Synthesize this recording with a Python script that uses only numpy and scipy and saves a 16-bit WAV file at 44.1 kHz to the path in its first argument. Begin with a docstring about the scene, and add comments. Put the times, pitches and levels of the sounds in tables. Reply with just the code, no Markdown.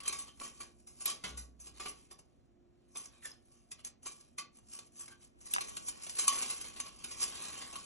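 """A small quiet room, close to a window blind, heard through two microphone ports.
A hand and a cat's paw push the thin slats, then the hand gathers them and lifts the stack.
Slats clack, scrape, creak and snap on each other and set the whole blind ringing.
Once the bottom rail knocks the frame and the pane booms. Behind: air, appliance hum, hand rumble."""
import sys
import numpy as np
from scipy import signal
from scipy.fft import rfft, irfft, next_fast_len
from scipy.io import wavfile

SR = 44100
rng = np.random.default_rng(int(sys.argv[2]) if len(sys.argv) > 2 else 0)


def int16_out(signal):
    """Quantize to a 16-bit WAV file."""
    q = np.round(np.clip(np.atleast_2d(signal).T, -1, 1) * 32767)
    wavfile.write(sys.argv[1], SR, q.astype(np.int16))


N = 346185
TIME_S = np.arange(N) / SR
ATTACK_S, USUAL_BLOW_DB = 0.0027, -41

# Slat strikes slat. Each row: start in seconds, treble level in dB, decay in seconds,
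# clack (boost at 1.5-4 kHz) in dB, ring relative to treble in dB.
BLOWS = [(0.002, -42, 0.0055, 3.5, -7), (0.057, -43, 0.021, 2, -3.5), (0.078, -28, 0.003, 1, -11),
         (0.124, -36.5, 0.025, 3.5, -10), (0.185, -38.5, 0.032, -1.5, -13.5),
         (0.398, -47.5, 0.021, -1, -15), (0.412, -45, 0.018, 4.5, -3), (0.603, -44.5, 0.019, 4, -9),
         (0.87, -50.5, 0.033, -3.5, -20), (1.006, -42, 0.03, -2, -14), (1.056, -32.5, .015, 7.5, -13),
         (1.075, -35, 0.032, 6, -6), (1.097, -33.5, 0.015, 3.5, -6.5), (1.238, -41.5, 0.023, 10, -8.5),
         (1.372, -42, 0.032, 0, -23), (1.599, -49.5, 0.035, -6.5, -35), (1.667, -48.5, 0.02, 2, -20),
         (1.797, -44.5, 0.057, 6, -19), (1.857, -41, 0.01, 9.5, -4.5), (1.881, -39, 0.016, -4, -25),
         (2.11, -48, 0.016, 1.5, -9.5), (2.188, -53.5, 0.011, -0.5, -20), (2.955, -46, 0.017, 8, -10),
         (2.969, -38.5, 0.012, -5, -22), (3.055, -43.5, 0.0044, -4, -21), (3.715, -38.5, 0.0076, -3.5, -24),
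         (3.848, -37.5, 0.012, -1.5, -27), (3.867, -44.5, 0.01, -4, -32), (4.028, -52.5, 0.016, -7, -23),
         (4.058, -41, 0.025, -0.5, -10.5), (4.382, -36.5, 0.015, 4.5, -3.5),
         (4.584, -57.5, 0.0056, -1, -22), (4.787, -42, 0.0063, 2.5, -16), (5.009, -41, 0.0079, -15, -37),
         (5.078, -47, 0.0056, 4, -20), (5.411, -50, 0.0081, -9, -30), (5.465, -43.5, 0.0044, -12, -20),
         (5.509, -38, 0.01, -4, -33), (5.535, -31, 0.015, 1, -36), (5.606, -36, 0.011, 4.5, -9.5),
         (5.767, -35, 0.0068, 3, -35), (5.882, -42, 0.0062, 2.5, -35), (6.029, -49, 0.011, -8, -25),
         (6.064, -42.5, 0.0082, 7, -25), (6.093, -38.5, 0.012, -0.5, -35), (6.15, -40.5, 0.012, 0, -29),
         (6.167, -37.5, 0.0077, 7, -27), (6.186, -28, 0.027, 2, -24), (6.2786, -19.5, 0.0072, -0.5, -2.5),
         (6.425, -38.5, 0.013, 12.5, -6), (6.497, -33.5, 0.025, 2.5, -17.5),
         (6.611, -39.5, 0.012, 1.5, -44), (6.642, -43.5, 0.015, 3.5, -18), (6.761, -48, 0.061, 4, -14),
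         (6.8, -31.5, 0.0063, 2, -11.5), (7.04, -36.5, 0.013, 6.5, -28), (7.11, -40, 0.015, 1, -16),
         (7.173, -50, 0.0063, -8, -2), (7.203, -36.5, 0.027, -2, -16), (7.216, -37, 0.027, -4, -10),
         (7.399, -49, 0.0077, 2, -9), (7.42, -41.5, 0.01, 1, -17), (7.613, -44.5, 0.029, 5, -12),
         (7.728, -47, 0.017, 10.5, -20), (7.755, -39.5, 0.0074, 7.5, 1)]
# Slat contact spectrum. Each row: frequency in Hz, density in dB.
SLAT_SPECTRUM = [(250, -12.5), (500, -12), (800, -8.5), (1700, -14.5), (2450, -7.5), (3150, -8.5),
                 (3600, -10), (4300, -8), (4900, -6), (5400, -5.5), (6250, -3.5), (6800, -5), (7450, -4.5),
                 (9000, 2), (10200, 5.5), (10900, -18.5), (11550, -55)]
# Resonances common to all slats. Each row: frequency in Hz, width in Hz, boost in dB.
SLAT_PEAKS = [(2455, 80, 1), (3050, 81, 2), (5560, 65, 3), (6225, 140, 5), (7450, 150, 5.5), (9650, 220, 3)]
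# Paw or finger slides a slat. Each row: peak time in seconds, length in seconds, treble level in dB,
# clack in dB.
STROKES = [(0.096, 0.36, -47, 8), (0.284, 0.057, -55, 10.5), (0.452, 0.19, -45.5, 2),
           (0.62, 0.26, -55, 1.5), (0.804, 0.22, -69, -7), (1.002, 0.2, -55, -2), (1.11, 0.18, -51, 2),
           (1.282, 0.2, -52.5, 8), (1.648, 0.13, -58.5, 3), (1.776, 0.12, -56.5, 5.5),
           (1.976, 0.37, -62, 4), (2.293, 0.72, -83, 8.5), (3.004, 0.17, -47.5, -1), (3.138, 0.71, -69, 13),
           (3.258, 0.069, -40.5, -12), (3.299, 0.13, -58.5, 11), (3.542, 0.38, -65, 1),
           (3.795, 0.053, -60.5, 11), (4.067, 0.045, -43, 4.5), (4.124, 0.16, -53, -4),
           (4.21, 0.24, -61, 1.5), (4.56, 0.074, -59.5, 1), (4.75, 0.18, -47, -2), (4.866, 0.028, -57, -21),
           (5.01, 0.14, -44, -2.5), (5.12, 0.071, -55, 5.5), (5.232, 0.13, -58, 1),
           (5.475, 0.16, -50.5, 0.5), (5.882, 0.081, -35.5, -10), (6.041, 0.12, -46.5, -3),
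           (6.195, 0.032, -30.5, -3), (6.243, 0.083, -36, 4), (6.661, 0.1, -50.5, 10),
           (6.869, 0.079, -47, 7.5), (7.23, 0.13, -33.5, -0.5), (7.446, 0.057, -45.5, 10)]
# Hand gathers and lifts the stack. Each row: time in seconds, treble floor in dB, 1.5-4 kHz floor in dB.
LIFT_FLOOR = [(5.4, -75.5, -90), (5.47, -67, -82), (5.6, -56.5, -61), (5.69, -56, -62), (5.82, -62.5, -72),
              (5.96, -65.5, -65.5), (6.15, -56.5, -67.5), (6.33, -42, -48), (6.41, -45, -49),
              (6.55, -52, -60.5), (6.87, -72, -69.5), (7.1, -56, -62.5), (7.27, -57.5, -59.5),
              (7.42, -52, -53.5), (7.85, -61, -63.5)]
# Modes of the whole blind. Each row: frequency in Hz, relative level in dB, t60 in seconds.
BLIND_MODES = [(1119, -1, 0.22), (1146, -8, 0.24), (1066, -11, 0.2), (1213, -5, 0.055), (3105, -10.5, 0.15),
               (3930, -17.5, 0.14), (5530, -19.5, 0.12), (5595, -18, 0.14)]
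# Bending shifts those modes. Each row: time in seconds, shift in Hz.
BEND_SHIFT = [(0, 8), (0.5, 20), (1.2, 5.5), (3, 0), (4.4, 25), (5.6, 6), (6.3, -3), (7.8, -5.5)]
# Slat flicks straight. Each row: start in seconds, peak in dB, centre in Hz, width in Hz,
# decay in seconds.
SNAPS = [(0.08, -18.5, 8700, 894, 0.0077), (0.3998, -40, 2930, 900, 0.001),
         (1.057, -18, 10800, 894, 0.0046), (3.8485, -28, 7800, 2200, 0.0016),
         (5.537, -17, 10400, 550, 0.0012), (5.537, -26, 2870, 900, 0.0028),
         (5.5513, -30, 6500, 3500, 0.00074), (5.5626, -29, 3300, 1380, 0.0012),
         (5.5836, -36, 2900, 600, 0.0007), (6.096, -33, 6500, 2980, 0.0014),
         (6.2805, -16, 8900, 1790, 0.004), (6.801, -27, 9000, 700, 0.003)]
# Slat hits the stack flat. Each row: start in seconds, peak in dB, note in Hz.
KNOCKS = [(0.4122, -38, 1098), (0.604, -45.5, 1113), (1.057, -57, 1160), (1.799, -39, 1183),
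          (1.858, -37.5, 1176), (2.954, -49, 1170), (4.062, -43, 1123), (6.189, -41, 1240),
          (6.371, -38, 1120), (7.757, -45, 1093)]
# Modes of a flat knock. Each row: ratio to the note, relative level in dB, t60 in seconds.
KNOCK_MODES = [(0.36, -11.5, 0.069), (0.64, -9.5, 0.045), (1, 1, 0.06), (1.24, -6, 0.05), (1.82, -11, 0.04),
               (2.1, -5.5, 0.07)]
# Edge sticks and creaks. Each row: peak time in seconds, length in seconds, pitch in Hz,
# glide in Hz per second, flutter width in Hz, level in dB.
SQUEAKS = [(0.06, 0.02, 3140, 0, 250, -50.5), (0.294, 0.07, 3133, 2, 202, -66.5),
           (0.465, 0.03, 1930, -8000, 352, -62), (3.228, 0.012, 2010, 0, 300, -62.5),
           (3.255, 0.048, 1787, -7000, 199, -54.5), (3.318, 0.011, 5210, -3, 150, -54.5),
           (5.123, 0.081, 1582, 2, 70, -68.5)]
# Bottom rail modes. Each row: frequency in Hz, relative level in dB, t60 in seconds.
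RAIL_MODES = [(197, -7, 0.31), (292, -10, 0.2), (990, -8.5, 0.18), (1129, -5, 0.58), (1440, -1, 0.34),
              (1466, -15, 0.13), (1970, -6.5, 0.22), (2046, 1.5, 0.22), (2600, -2.5, 0.15),
              (2880, -4, 0.13), (3330, -3.5, 0.21), (4600, 5.5, 0.069)]
# Hollow pops. Each row: start in seconds, final pitch in Hz, length in seconds, peak in dB.
POPS = [(5.5622, 950, 0.0016, -22), (5.5831, 1130, 0.0016, -22.5)]
# Hush while the stack is gathered. Each row: time in seconds, level in dB.
HUSH_LEVEL = [(5.25, -82.5), (5.52, -61), (5.57, -52), (5.63, -54.5), (5.8, -58.5), (6.2, -63.5),
              (6.75, -63.5), (6.9, -75)]
# Rumble of the hand holding the microphone. Each row: time in seconds, level in dB.
RUMBLE_LEVEL = [(0, -66.5), (1.2, -73.5), (1.8, -64.5), (2.4, -80.5), (5.2, -72), (5.6, -67.5), (5.9, -63),
                (6.1, -93), (6.6, -65), (7.85, -65)]
# Noise spectra. 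Each row: frequency in Hz, relative density in dB.
CRACK_SPECTRUM = [(1500, -30), (5000, -10), (8000, -2), (10500, 0), (11300, -10), (12000, -28)]
FRAME_SPECTRUM = [(40, -12), (110, 0), (200, -5), (420, -9), (750, -10), (1500, -30)]
RATTLE_SPECTRUM = [(300, -20), (800, 1), (1200, -3), (2600, -13), (4500, -30)]
HUSH_SPECTRUM = [(30, -2), (120, -5.5), (500, -5), (1200, -11.5), (3000, -20.5), (8000, -42.5)]
RUMBLE_SPECTRUM = [(15, -15.5), (40, -7.5), (60, -1), (110, -12), (300, -10), (1000, -53.5)]
AIR_SPECTRUM = [(15, -49.5), (25, -7), (60, -0.5), (141, -3), (183, -9.5), (243, -0.5), (314, -10),
                (345, -7), (430, -15.5), (718, -10.5), (861, -23), (6460, -39), (7740, -35.5),
                (10800, -54.5), (12000, -64.5), (15600, -78), (22000, -120)]
# Distant appliance. Each row: frequency in Hz, level in dB.
HUM_LINES = [(60, -75), (235, -80), (351, -76)]
# Room decay. Each row: frequency in Hz, t60 in seconds.
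ROOM_T60 = [(150, 0.9), (1000, 0.32), (4000, 0.26), (10000, 0.09)]
# Microphone ports. Each row: frequency in Hz, coherence 0-1, left lead in radians, right over left in dB.
PORTS = [(60, 1, -2, 1.5), (318, 0.72, 0.74, 3), (507, 0.6, 1.04, 2), (800, 0.43, 3.5, 1),
         (1090, 0.4, 0.58, -4), (1970, 0.9, 1, 0), (2860, 0, -0.15, 0.5), (3860, 0, 2, 2.5),
         (4660, 1, 2, -2), (5200, 0.9, 5, 4), (5400, 1, 5.5, 0), (6280, 0.95, 6.5, 0), (7040, 0.85, 7.5, 1),
         (8160, 1, 9, -1), (9890, 1, 9.5, 0.6), (10180, 0.93, 10, 0), (10690, 1, 9, 1),
         (12000, 0.9, 12, -0.5)]


def clacks():
    """Slat strikes slat; flat blows have more body, hard ones less."""
    out = np.zeros((2, N))
    for start_s, db, decay_s, clack_db, _ in BLOWS:
        body_db = 1.36 + 0.91 * clack_db - 0.74 * (db - USUAL_BLOW_DB)
        add(out, start_s, gain_of(db) * convolve(burst(decay_s), slat_response(clack_db, body_db)))
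    return out


def burst(decay_s):
    """A quick run of contacts spreads along the slats; rms about 1 at its height."""
    t = TIME_S[:SR // 3]
    envelope = np.minimum(t / ATTACK_S, 1) * np.exp(-np.maximum(t - ATTACK_S, 0) / decay_s)
    contacts = friction(len(t), slips_per_s=1800, spread_db=-0.5, smooth=1.0)
    return unit_rms(envelope * contacts) * np.sqrt(np.mean(envelope ** 2))


def friction(size, slips_per_s, spread_db, smooth, slip_s=0.00042):
    """Tiny uneven slips over a smooth rub, rms 1."""
    onsets = rng.random(size) < slips_per_s / SR
    slips = onsets * gain_of(spread_db * np.minimum(rng.exponential(1, size), 4))
    power = signal.lfilter([1], [1, -np.exp(-1 / (slip_s * SR))], slips)
    envelope = np.sqrt(power / (power.mean() + 1e-12) + smooth)
    return unit_rms(envelope * rng.standard_normal((2, size)))


def slat_response(clack_db, body_db, ripple_db=5.5, size=2048):
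    """Impulse response of one slat: common and random resonances, plus clack and body."""
    hz = np.fft.rfftfreq(size, 1 / SR)
    boost = [(100, body_db - 5.5), (200, body_db), (850, body_db), (1550, (body_db + clack_db) / 2),
             (2400, clack_db), (4200, clack_db), (5600, 0)]
    scatter = np.interp(hz, np.linspace(0, SR / 2, 150), rng.standard_normal(150))
    own_db = ripple_db * np.minimum(scatter, 1.4) * (hz > 1400)
    common_db = sum(db / (1 + (2 * (hz - peak_hz) / width_hz) ** 2)
                    for peak_hz, width_hz, db in SLAT_PEAKS)
    gain = gain_of(at_hz(SLAT_SPECTRUM, hz) + common_db + at_hz(boost, hz) + own_db)
    gain *= (hz ** 2 + 1) / (hz ** 2 + 80 ** 2)  # thin slats radiate no bass
    gain /= np.sqrt(np.mean(gain ** 2 * (hz > 5000)))  # unit treble power
    log_gain = np.log(np.r_[gain, gain[-2:0:-1]])
    minimum_phase = np.exp(np.conj(signal.hilbert(log_gain)))
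    return irfft(minimum_phase[:len(hz)], size)


def rubbing(over_floor_db=5.5, lift_clack_db=8, drag_s=0.021, edge_db=-21.5, rise_share=0.47):
    """Sliding amplitude and clack in dB over time: the lift, single strokes, drag around each blow."""
    time_s, treble_db, middle_db = np.transpose(LIFT_FLOOR)
    power = gain_of(np.interp(TIME_S, time_s, treble_db, left=-110) + over_floor_db) ** 2
    weighted_clack = power * (np.interp(TIME_S, time_s, middle_db - treble_db) + lift_clack_db)
    drags = [(start_s + 0.00072, drag_s, db - 10, clack_db) for start_s, db, _, clack_db, _ in BLOWS]
    for peak_s, length_s, db, clack_db in STROKES + drags:
        near = abs(TIME_S - peak_s) < 2 * length_s
        offset = (TIME_S[near] - peak_s) / length_s
        fade_db = edge_db * np.maximum(-offset / rise_share, offset / (1 - rise_share))
        stroke_power = gain_of(db + fade_db) ** 2
        power[near] += stroke_power
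        weighted_clack[near] += stroke_power * clack_db
    return np.sqrt(power), weighted_clack / power


def sliding(strength, clack_db, trim_db=-1.0, size=4096):
    """Edges scrape in dense slips; another slat takes over about twenty times a second."""
    out, window = np.zeros((2, N)), np.sqrt(np.hanning(size))
    for start in range(0, N, size // 2):
        slips = window * friction(size, slips_per_s=450, spread_db=3.0, smooth=0.6)
        local_db = clack_db[min(start + size // 2, N - 1)]
        add(out, start / SR, convolve(slips, slat_response(local_db, body_db=1 + 0.97 * local_db)))
    return gain_of(trim_db) * strength * out


def ticks(strength, taps_per_s=45, spread_db=3.5, trim_db=0.5, slats=6):
    """Loose slats tap at random, as hard as the blind is moved."""
    out = np.zeros((2, N))
    for _ in range(slats):
        onsets = rng.random(N) < taps_per_s / slats / SR
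        taps = strength * onsets * gain_of(spread_db * np.minimum(rng.exponential(1, N), 2))
        tick = convolve(burst(decay_s=0.0057), slat_response(clack_db=-2.0, body_db=-4.0))
        out += signal.oaconvolve(taps[None], tick[:, :SR // 20], axes=1)[:, :N]
    return gain_of(trim_db) * out


def blind_ring(strength, clack_db, blow_db=-2.0, slide_db=-17.0, detune=0.0058):
    """Scrapes and blows ring the whole blind, mono; modes vary per blow and shift with bending."""
    response, t = ringing(BLIND_MODES), TIME_S[:SR // 3]
    scrape = strength * gain_of(slide_db + clack_db) * rng.standard_normal((1, N))
    out = convolve(scrape, response / np.linalg.norm(response))
    for start_s, db, decay_s, _, ring_db in BLOWS:
        modes = [(hz * (1 + detune * rng.uniform(-1, 1)), mode_db + rng.uniform(-0.5, 0.5), t60_s)
                 for hz, mode_db, t60_s in BLIND_MODES]
        swell = 1 - np.exp(-t / (0.35 * decay_s))  # builds while the blow lasts
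        ring = unit_rms(ringing(modes)[:len(t)] * swell)
        add(out, start_s, gain_of(db + ring_db + blow_db) * burst(decay_s).std() * ring)
    shift_cycles = np.cumsum(np.interp(TIME_S, *np.transpose(BEND_SHIFT))) / SR
    analytic = signal.hilbert(out, next_fast_len(N))[:, :N]
    return (analytic * np.exp(2j * np.pi * shift_cycles)).real


def cracks(trim_db=-7.0, growth_db_per_db=0.42, decay_s=0.0029):
    """A buckling slat gives a thin mono crack that grows faster than the blow."""
    out, fizz = np.zeros((2, N)), noise(CRACK_SPECTRUM, channels=1)
    t = TIME_S[:SR // 20]
    envelope = np.minimum(t / ATTACK_S, 1) * np.exp(-t / decay_s)
    for start_s, db, *_ in BLOWS:
        crack = fizz[:, round(start_s * SR):][:, :len(t)]
        crack_db = db + trim_db + growth_db_per_db * (db - USUAL_BLOW_DB)
        add(out, start_s, gain_of(crack_db) * crack * envelope[:crack.shape[1]])
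    return out


def snaps(rise_s=0.0003):
    """A bent slat flicks straight: a dry snap, pitched by the length that lets go."""
    out, t = np.zeros((2, N)), TIME_S[:2048]
    hz = np.fft.rfftfreq(len(t), 1 / SR)
    for start_s, db, centre_hz, width_hz, decay_s in SNAPS:
        band = np.exp(-((hz - centre_hz) / width_hz) ** 2 / 2)
        fizz = irfft(band * np.exp(2j * np.pi * rng.random((2, len(hz)))))
        snap = fizz * np.minimum(t / rise_s, 1) * np.exp(-t / decay_s)
        add(out, start_s, gain_of(db) * snap / abs(snap).max(1, keepdims=True))
    return out


def knocks(bounce_s=0.0032, bounce_db=-1.0):
    """A flat blow chatters three times within milliseconds: a short, hollow knock."""
    out = np.zeros((2, N))
    for start_s, db, note_hz in KNOCKS:
        knock = np.zeros((2, SR // 2))
        for bounce in range(3):
            ring = ringing([(note_hz * ratio, mode_db + rng.uniform(-0.5, 0.5), t60_s)
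                            for ratio, mode_db, t60_s in KNOCK_MODES])
            add(knock, bounce_s * bounce * rng.uniform(0.7, 1.3), gain_of(bounce_db * bounce) * ring)
        add(out, start_s, gain_of(db) * knock / abs(knock).max())
    return out


def squeaks(octave_db=-7.0, roughness=0.76):
    """Stick-slip creaks: a rough tone and its octave; some sag as the slat lets go."""
    out = np.zeros((2, N))
    for peak_s, length_s, hz, glide_hz_per_s, width_hz, db in SQUEAKS:
        t = TIME_S[:int(length_s * SR)] - length_s / 2
        phase = 2 * np.pi * (hz * t + glide_hz_per_s * t ** 2 / 2)
        white = rng.standard_normal((2, SR // 4))
        flutter = signal.lfilter([1], [1, -np.exp(-np.pi * width_hz / SR)], white)
        shimmer, jitter = unit_rms(flutter)[:, -len(t):]
        tone = np.sin(phase + roughness * jitter) + gain_of(octave_db) * np.sin(2 * phase + jitter)
        envelope = (1 + roughness * shimmer) * np.hanning(len(t))
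        add(out, peak_s - length_s / 2, gain_of(db) * unit_rms(tone * envelope))
    return out


def rail(start_s=1.239, db=-48.5):
    """The bottom rail knocks on the frame and rings."""
    out = np.zeros((2, N))
    add(out, start_s, gain_of(db) * ringing(RAIL_MODES))
    return out


def frame_thud(start_s=1.24, db=-55.5, rise_s=0.004, decay_s=0.079):
    """The frame takes the rail's knock with a dull, rough bump."""
    t = np.maximum(TIME_S - start_s, 0)
    return gain_of(db) * np.minimum(t / rise_s, 1) * np.exp(-t / decay_s) * noise(FRAME_SPECTRUM)


def pane(hz=61.2, boom_db=-48.5, linger_db=-63.0):
    """After the knock the pane swells into a low boom; a little lingers."""
    boom = gain_of(boom_db) * np.exp(-((TIME_S - 1.375) / 0.091) ** 2)
    linger = gain_of(linger_db) * np.exp(-((TIME_S - 1.7) / 0.33) ** 4)
    return (boom + linger) * np.sin(2 * np.pi * hz * TIME_S)


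def pops(overshoot=1.4, fall_s=0.00065, tail_db=-14.0, tail_s=0.013):
    """Two hollow pops drop in pitch and leave a short rattle."""
    out, rattle = np.zeros(N), noise(RATTLE_SPECTRUM, channels=1)[0]
    for start_s, hz, length_s, db in POPS:
        t = np.maximum(TIME_S - start_s, 0)
        cycles = hz * (t + overshoot * fall_s * (1 - np.exp(-t / fall_s)))
        envelope = 2 * t / length_s * np.exp(1 - 2 * t / length_s)
        tail = gain_of(tail_db) * (t > 0) * np.exp(-t / tail_s) * rattle
        out += gain_of(db) * (envelope * np.sin(2 * np.pi * cycles) + tail)
    return out


def hush():
    """A dull hush while the stack is gathered."""
    level_db = np.interp(TIME_S, *np.transpose(HUSH_LEVEL), left=-120, right=-120)
    return gain_of(level_db) * noise(HUSH_SPECTRUM, channels=1)[0]


def room_tone(air_db=-69.0):
    """Still air, a distant appliance's wavering hum and the rumble of the holding hand."""
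    hum = sum(gain_of(db) * noise([(hz * 0.97, -90), (hz, 0), (hz * 1.03, -90)]) for hz, db in HUM_LINES)
    rumble = gain_of(np.interp(TIME_S, *np.transpose(RUMBLE_LEVEL))) * noise(RUMBLE_SPECTRUM)
    return gain_of(air_db) * noise(AIR_SPECTRUM) + hum + rumble


def room(x, wet_db=-7.0, predelay_s=0.0031):
    """Adds dense small-room reflections; treble dies first."""
    hz, t, spectra = signal.stft(rng.standard_normal((2, SR // 2)), SR, nperseg=256)
    decay = gain_of(-60 * t / at_hz(ROOM_T60, hz)[:, None])
    tail = signal.istft(spectra * decay, SR, nperseg=256)[1]
    tail *= TIME_S[:tail.shape[1]] > predelay_s
    return x + gain_of(wet_db) * convolve(x, tail / np.linalg.norm(tail[0]))


def ports(x):
    """The right port hears partly the left's wave, phase-shifted, and partly its own."""
    size = next_fast_len(N + 4096)
    hz = np.fft.rfftfreq(size, 1 / SR)
    left, own = rfft(x, size)
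    port_hz, *columns = np.transpose(PORTS)
    coherence, lead_rad, right_db = (np.interp(hz, port_hz, column) for column in columns)
    right = (coherence * left + np.sqrt(1 - coherence ** 2) * own) * np.exp(-1j * lead_rad)
    return irfft(np.array([left * gain_of(-right_db / 2), right * gain_of(right_db / 2)]), size)[:, :N]


def noise(spectrum, channels=2):
    """Steady coloured noise, rms 1."""
    white = rfft(rng.standard_normal((channels, N)))
    return unit_rms(irfft(white * gain_of(at_hz(spectrum, np.fft.rfftfreq(N, 1 / SR))), N))


def ringing(modes):
    """Half a second of decaying sines."""
    t = TIME_S[:SR // 2]
    return sum(gain_of(db - 60 * t / t60_s) * np.sin(2 * np.pi * hz * t) for hz, db, t60_s in modes)


def gain_of(db):
    return 10 ** (np.asarray(db) / 20)


def unit_rms(x):
    return x / np.sqrt(np.mean(x ** 2) + 1e-20)


def at_hz(points, hz):
    """Interpolates (Hz, value) points on a log-frequency axis."""
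    point_hz, values = np.transpose(points)
    return np.interp(np.log(hz + 1), np.log(point_hz + 1), values)


def add(mix, start_s, sound):
    """Mixes in place, cut at the end of the mix."""
    part = mix[:, max(round(start_s * SR), 0):][:, :sound.shape[-1]]
    part += sound[..., :part.shape[-1]]


def convolve(x, taps):
    """Filters each channel, keeping its length."""
    return signal.fftconvolve(x, np.atleast_2d(taps), axes=1)[:, :x.shape[1]]


def scene():
    """The blind in its room, at the two ports."""
    strength, clack_db = rubbing()
    blind = clacks() + sliding(strength, clack_db) + ticks(strength) + rail() + frame_thud() + squeaks()
    stereo = ports(room(blind) + snaps() + room_tone()) + room(knocks())
    centred = cracks() + blind_ring(strength, clack_db) + pane()
    antiphase = np.outer([1, -1], pops() + hush())
    return stereo + centred + antiphase


def record(dry):
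    """Low-pass at 11.9 kHz."""
    taps = signal.firwin(255, 11900, window=("kaiser", 8), fs=SR)
    return signal.oaconvolve(dry, taps[None], "same")


dry = scene()
out = record(dry)
int16_out(out)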